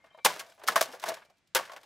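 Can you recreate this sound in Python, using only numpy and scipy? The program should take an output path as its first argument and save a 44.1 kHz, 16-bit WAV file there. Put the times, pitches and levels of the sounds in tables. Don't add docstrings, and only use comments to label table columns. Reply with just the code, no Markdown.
import sys
import numpy as np
from scipy import signal
from scipy.fft import rfft, irfft, next_fast_len
from scipy.io import wavfile

SR = 44100
rng = np.random.default_rng(int(sys.argv[2]) if len(sys.argv) > 2 else 0)


def level_to_linear(level):
    exponent = np.asarray(level, float) / 20
    return 10 ** exponent


def put_to_file(sound):
    columns = np.atleast_2d(sound).T
    safe = np.clip(columns, -1, 1)
    whole_steps = np.round(safe * 32767)
    wavfile.write(sys.argv[1], SR, whole_steps.astype(np.int16))


N = 81585


def at_hz(points, hz):
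    p = np.array(points, float)
    return level_to_linear(np.interp(np.log(hz + 1), np.log(p[:, 0]), p[:, 1]))


def grains(shape, per_s, uneven_db):
    size = level_to_linear(uneven_db * np.minimum(rng.exponential(1, shape), 5))
    sign = rng.choice([-1, 1], shape)
    present = rng.random(shape) < per_s / SR
    x = size * sign * present
    return x / np.sqrt(np.mean(x ** 2))


# frequency_hz, level_db
YARD_SPECTRUM = [(18, -29.5), (30, -6.5), (149, 0.5), (459, -9), (698, -13), (2330, -11), (3030, -12.5),
                 (8200, -23), (15800, -48.5)]


def yard_air():
    hz = np.arange(N // 2 + 1) * SR / N
    air = irfft(rfft(rng.standard_normal((2, N))) * at_hz(YARD_SPECTRUM, hz), N)
    side_gain = level_to_linear([[0], [-7]])
    return level_to_linear(-76.5) * air / air.std() * side_gain


# delay_s, level_db
FENCE_ECHOES = [(.006, -26), (.017, -20.5)]


def fence_echoes(fan):
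    dull = signal.lfilter([.5], [1, -.5], fan)
    out = fan.copy()
    for delay_s, db in FENCE_ECHOES:
        lag = int(delay_s * SR)
        out[:, lag:] += level_to_linear(db) * dull[:, :-lag]
    return out


# start_s, pitch_hz, level_db, t60_s
METAL_PINGS = [(0.0, 2121, -69, 1.8), (0.102, 3121, -64, .4), (0.125, 3760, -76, .8),
               (0.195, 2331, -63.5, 1.5), (0.11, 2370, -71, 0.51), (.13, 3960, -77, 0.91),
               (0.448, 15400, -86.5, 0.31), (0.542, 15400, -69.5, 0.062), (0.542, 10750, -69.5, 0.13),
               (1.24, 2340, -72, 0.62)]


def metal_pings():
    out, t = 0, np.arange(N) / SR
    for s, hz, db, t60 in METAL_PINGS:
        age = np.maximum(t - s, 0)
        envelope = level_to_linear(db - 60 * age / t60) * np.minimum(age / 0.006, 1)
        split_hz = hz + 33 * rng.uniform(0.18, 1.6)
        ring = np.sin(2 * np.pi * hz * age) + 0.5 * np.sin(2 * np.pi * split_hz * age)
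        out = out + envelope * ring
    return out * np.array([[1], [.3]])


# start_s, level_db, pitch_hz
GROUND_THUMPS = [
    (0.252, -30, 59.6),
    (0.416, -58, 50),
    (0.919, -60.5, 55),
    (0.681, -60.5, 109),
    (0.814, -68.5, 49.7),
    (1.554, -30, 59),
]


def ground_thumps():
    out, t = 0, np.arange(N) / SR
    for s, db, hz in GROUND_THUMPS:
        turns = np.maximum(t - s, 0) * hz
        envelope = np.minimum(4 * turns, 1) * np.exp(-turns / 0.11)
        out = out + level_to_linear(db) * np.sin(2 * np.pi * turns) * envelope
    return out


# start_s, pitch_hz, level_db, t60_s
PANEL_RINGS = [(.04, 661, -50, 0.057), (.44, 668, -56, 0.49), (.146, 635, -42, 0.049),
               (.146, 1030, -53, 0.068), (.186, 1125, -55.5, 0.094), (.26, 1510, -30, 0.12),
               (.26, 1017, -35, 0.12), (.3, 989, -27, 0.053), (.762, 211, -42.5, 0.091),
               (.684, 1310, -12.5, 0.027), (.684, 1048, -26.5, 0.098), (.684, 1685, -25, 0.091),
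               (.76, 1086, -10.5, 0.035), (.76, 667.5, -26, 0.15), (.768, 1618, -29, 0.12),
               (.814, 1129, -30, 0.071), (.886, 262, -48, 0.14), (.935, 495, -43, 0.14),
               (1.039, 1030, -23.5, 0.028), (0.251, 212.4, -36.5, 0.0943), (1.085, 655, -26.5, 0.096),
               (1.118, 646, -31, 0.081), (.26, 800, -21, 0.058), (1.552, 525.4, -25, 0.11),
               (1.555, 917, -21.5, 0.056), (1.558, 1667, -23.5, 0.079), (1.558, 1400, -33, 0.049),
               (1.555, 380, -33.5, 0.12), (1.697, 1077, -38, 0.08)]


def panel_rings():
    out, t = 0, np.arange(N) / SR
    for s, hz, db, t60 in PANEL_RINGS:
        age = np.maximum(t - s, 0)
        envelope = level_to_linear(db - 60 * age / t60) * (1 - np.exp(-age / 0.0015))
        out = out + envelope * np.sin(2 * np.pi * hz * age)
    return out * np.array([[1], [.5]])


# pitch_hz, width_hz, level_db
CASE_MODES = [(390, 240, -28), (522, 88, -8), (655, 91, -2.5), (800, 70, -12.5), (920, 24, -8.5),
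              (1073, 39, -9), (1110, 34, -1.5), (1310, 160, -5.5), (1500, 460, -4), (1840, 39, -0.5),
              (2120, 120, -7), (2300, 200, -10), (2690, 410, -19), (3670, 2100, -5)]
FOCUS_OCTAVES, FOCUS_DB = 0.9, 10
BROAD_DB, BROAD_Q = 2.5, 1.044
BAFFLE_HZ = 380
CONTACT_RATIO = 4.0


def case(hz, gains_db, centre_hz):
    f, width, db = np.transpose(CASE_MODES)
    focus = FOCUS_DB * (np.exp(-(np.log2(f / centre_hz) / FOCUS_OCTAVES) ** 2) - 1)
    gain = level_to_linear(db + focus + gains_db) * (-1.) ** np.arange(len(f))
    damping = 1j * hz * width[:, None]
    modes = damping / (f[:, None] ** 2 - hz ** 2 + damping)
    u, low = 1j * hz / centre_hz, 1j * hz / BAFFLE_HZ
    hump = level_to_linear(BROAD_DB) * u / BROAD_Q / (1 + u / BROAD_Q + u * u)
    contact = 1 / (1 + u / CONTACT_RATIO) ** 3
    baffle = low ** 3 / (1 + low + low ** 2) / (1 + low)
    return (gain @ modes + hump) * contact * baffle


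# frequency_hz, level_db (per Hz)
CRACK_SPECTRUM = [(1500, -13), (3000, 1.5), (5500, 2), (9000, -3), (13000, -3.5), (15700, -10),
                  (16200, -19.5)]


def snap(hz):
    cepstrum = irfft(np.log(at_hz([(300, -84.5)] + list(CRACK_SPECTRUM), hz)))
    half = len(cepstrum) // 2
    cepstrum[1:half] *= 2
    cepstrum[half + 1:] = 0
    return np.exp(rfft(cepstrum))


# time_s, level_db, crack_db (re level), grille_share (0-1, high grille side)
RATTLE_COURSE = [(0, -69.5, -18, 0.47), (0.247, -80, 0, 0.2), (0.273, -33, -3, 0.56),
                 (0.339, -42, -6, 0.64), (.43, -50.5, -11, 0.46), (0.569, -70.5, -3.5, 0.3),
                 (0.661, -54.5, -13, 0.14), (0.699, -33, -5.5, 0.42), (0.747, -44, -10.5, 0.12),
                 (0.837, -41.5, 0.5, 0.58), (0.898, -47.5, -12, 0.18), (0.99, -59, -10.5, 0.53),
                 (1.09, -37, -11, 0.55), (1.281, -71, -11.5, 0.37), (1.543, -91, -20.5, 0.42),
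                 (1.576, -38.5, -5.5, 0.7), (1.678, -54.5, -9.5, 0.63), (1.85, -64.5, -10.5, 0.1)]


def rattle():
    size = 2 * next_fast_len(N // 2 + 4096)
    hz, t = np.arange(size // 2 + 1) * SR / size, np.arange(N) / SR
    s, db, crack_db, grille_share = np.transpose(RATTLE_COURSE)
    body_taps, crack_taps = grains((2, 2, N), per_s=2500, uneven_db=2.3)

    def filtered(taps, response):
        x = irfft(rfft(taps, size) * response)[:, :N]
        return x / x.std()

    frame = filtered(body_taps, case(hz, 0, centre_hz=700))
    grille = filtered(body_taps, case(hz, 0, centre_hz=1350))
    share = np.clip(np.interp(t, s, grille_share), 0, 1)
    body = (1 - share) * frame + share * grille
    crack = filtered(crack_taps, snap(hz) / (1 + 1j * hz / 6500))
    u = 1j * hz / 180
    rumble = filtered(crack_taps, (u / (1 + u + u * u)) ** 2)
    mix = body + level_to_linear(np.interp(t, s, crack_db)) * crack + level_to_linear(-22.5) * rumble
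    return level_to_linear(np.interp(t, s, db)) * mix


SIZE = 8192
BURST_PER_S, BURST_UNEVEN_DB = 16000, 3.23
MODE_CHANCE_DB = 7
CRACK_SHORTER = 0.84
FIRST_TOUCH = 4.8


def impacts(rows, attack_s, top_hz):
    out, t = np.zeros((2, N + SIZE)), np.arange(SIZE) / SR
    hz = np.arange(SIZE // 2 + 1) * SR / SIZE
    bright = snap(hz) / (1 + 1j * hz / top_hz)
    rise = 1 - np.exp(-t / attack_s)
    for s, db, crack_db, centre_hz, decay_s in rows:
        hits = grains((3, SIZE), BURST_PER_S, BURST_UNEVEN_DB)
        hits[0, int(2 * attack_s * SR)] = FIRST_TOUCH
        chance_db = rng.normal(0, MODE_CHANCE_DB, (2, len(CASE_MODES)))
        envelope = rise * np.exp(-t / decay_s)
        short = rise * np.exp(-t / decay_s / CRACK_SHORTER)
        start = int(s * SR)
        for ch in range(2):
            body = irfft(rfft(hits[ch] * envelope) * case(hz, chance_db[ch], centre_hz))
            crack = irfft(rfft(hits[2 - ch] * short) * bright)
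            both = body / abs(body).max() + level_to_linear(crack_db) * crack / abs(crack).max()
            out[ch, start:start + SIZE] += level_to_linear(db - 4.5) * both
    return out[:, :N]


# start_s, level_db (peak), crack_db (re peak), centre_hz
SHARD_TICKS = [(0.06, -65, 9.5, 2090), (0.465, -56, 8, 694), (0.498, -48.5, 3.5, 700), (0.73, -35, 3, 1230),
               (1.169, -34.5, -10, 1090), (1.219, -42.5, -49.5, 1130), (1.226, -44.5, -28.5, 1960),
               (1.249, -55, 2.5, 603), (1.299, -50.5, -2.5, 638), (1.381, -73.5, 13.5, 2370),
               (1.473, -71, 16, 2006), (1.631, -34, -14, 920), (1.653, -38, 2.5, 2480),
               (1.677, -37, -10, 1550), (1.696, -31.5, -14, 1070), (1.718, -32.5, -6, 854),
               (1.734, -31, -8, 900), (1.763, -33, -5, 1110), (1.769, -40, -5, 650), (1.813, -56, 8, 1520),
               (1.832, -46.5, 6, 1140), (0.881, -60, 12, 900), (.905, -53, 5, 900), (0.9156, -53, 14, 900),
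               (0.9252, -55, 19.5, 900), (.948, -52, 14.5, 900), (0.967, -64, 10, 900),
               (1.004, -55, 11, 900), (1.018, -55, 17, 900), (1.37, -73, 9, 2004), (.52, -46.5, -2.5, 2020),
               (0.668, -40, 8, 900)]


def shard_ticks():
    decay_s = 0.011
    return impacts([(*row, decay_s) for row in SHARD_TICKS], attack_s=0.000064, top_hz=6500)


# start_s, level_db (peak), crack_db (re peak), centre_hz, decay_s
CASE_KNOCKS = [(.039, -43, -16, 700, 0.014), (.145, -42.5, -20, 705, 0.0056),
               (.186, -38.5, -32, 840, 0.0059), (.36, -33, -5, 606, 0.0032), (.3925, -28, 5, 1470, 0.013),
               (.409, -29.5, -27, 1210, 0.0023), (.578, -46, -16, 656, 0.0087),
               (.594, -43.5, -7, 700, 0.008), (.614, -35.5, -33, 940, 0.012),
               (.635, -32, -3.5, 590, 0.0061), (.72, -28.5, -3, 1180, 0.0034),
               (.889, -40.5, -16, 497, 0.0042), (.932, -31.5, -7.5, 605, 0.019),
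               (.997, -54.5, 20, 600, 0.0031), (1.026, -29, -2.5, 1000, 0.007),
               (1.055, -29.5, -1, 900, 0.019), (1.0615, -28.5, -4, 1010, 0.0075),
               (1.069, -32.5, -1, 587, 0.015), (1.0805, -24.5, -4, 645, 0.003),
               (1.0855, -30, 12.5, 686, 0.0085), (1.0905, -21, -16, 700, 0.0061),
               (1.105, -23.5, -32, 680, 0.0033), (1.1165, -23, -32, 680, 0.0033),
               (1.139, -33, 1.5, 1680, 0.008), (.066, -49.5, -43, 970, 0.022), (.105, -52, -30, 800, 0.018),
               (.172, -44.5, -12, 637, 0.011), (1.13, -41, -22, 664, 0.012)]


def case_knocks():
    return impacts(CASE_KNOCKS, attack_s=0.0033, top_hz=14000)


# start_s, level_db (peak), crack_db (re peak), centre_hz, decay_s
HAMMER_AND_FALLS = [(0.2452, -58, 23, 2400, 0.0019), (0.2485, -9.5, 5, 800, 0.011),
                    (0.2592, -4, -3, 1200, 0.006), (0.267, -23, 4, 990, 0.0062),
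                    (0.6752, -27.5, 8, 1500, 0.0026), (0.678, -18.5, 3.5, 1740, 0.005),
                    (0.6835, -8.5, -1.5, 1310, 0.0063), (0.7575, -9.5, -1, 1060, 0.016),
                    (0.761, -11.5, -4, 1110, 0.005), (0.777, -17.5, -3, 700, 0.0067),
                    (0.8095, -13, 3, 950, 0.0085), (0.8135, -8.5, -0.5, 700, 0.0024),
                    (0.825, -19, 2, 1180, 0.0079), (1.0385, -16, -8, 930, 0.0053),
                    (1.5485, -15.5, 8, 990, 0.01), (1.557, -9, -4, 1370, 0.0097),
                    (1.565, -13, 1, 1210, 0.0098), (1.589, -20, -6, 920, 0.0085),
                    (1.608, -28.5, -32, 700, 0.0038)]


def hammer_and_falls():
    return impacts(HAMMER_AND_FALLS, attack_s=0.0003, top_hz=250000)


# frequency_hz, side_db (re mid)
SIDE_SPECTRUM = [(60, -38.5), (500, -12), (1200, -15.5), (3000, -10.5), (6500, -16), (12000, -35.5)]


def scene():
    fan = metal_pings() + ground_thumps() + panel_rings() + rattle()
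    fan = fan + shard_ticks() + case_knocks() + hammer_and_falls()
    fan = fence_echoes(fan)
    hz = np.arange(N // 2 + 1) * SR / N
    lean = .09 / (1 + (hz / 1200) ** 2)
    side = irfft(rfft(fan[1]) * at_hz(SIDE_SPECTRUM, hz) + rfft(fan[0]) * lean, N)
    air = yard_air()
    mid, side = fan[0] + air[0], side + air[1]
    return np.array([mid + side, mid - side])


def band_limit(x):
    return signal.sosfilt(signal.butter(12, 16960, fs=SR, output="sos"), x)


def record(dry):
    limit = 0.48
    rounded = limit * np.tanh(dry / limit)
    top_cut = signal.cheby2(12, 60, 16900, fs=SR, output="sos")
    return band_limit(signal.sosfilt(top_cut, rounded))


dry = scene()
out = record(dry)
put_to_file(out)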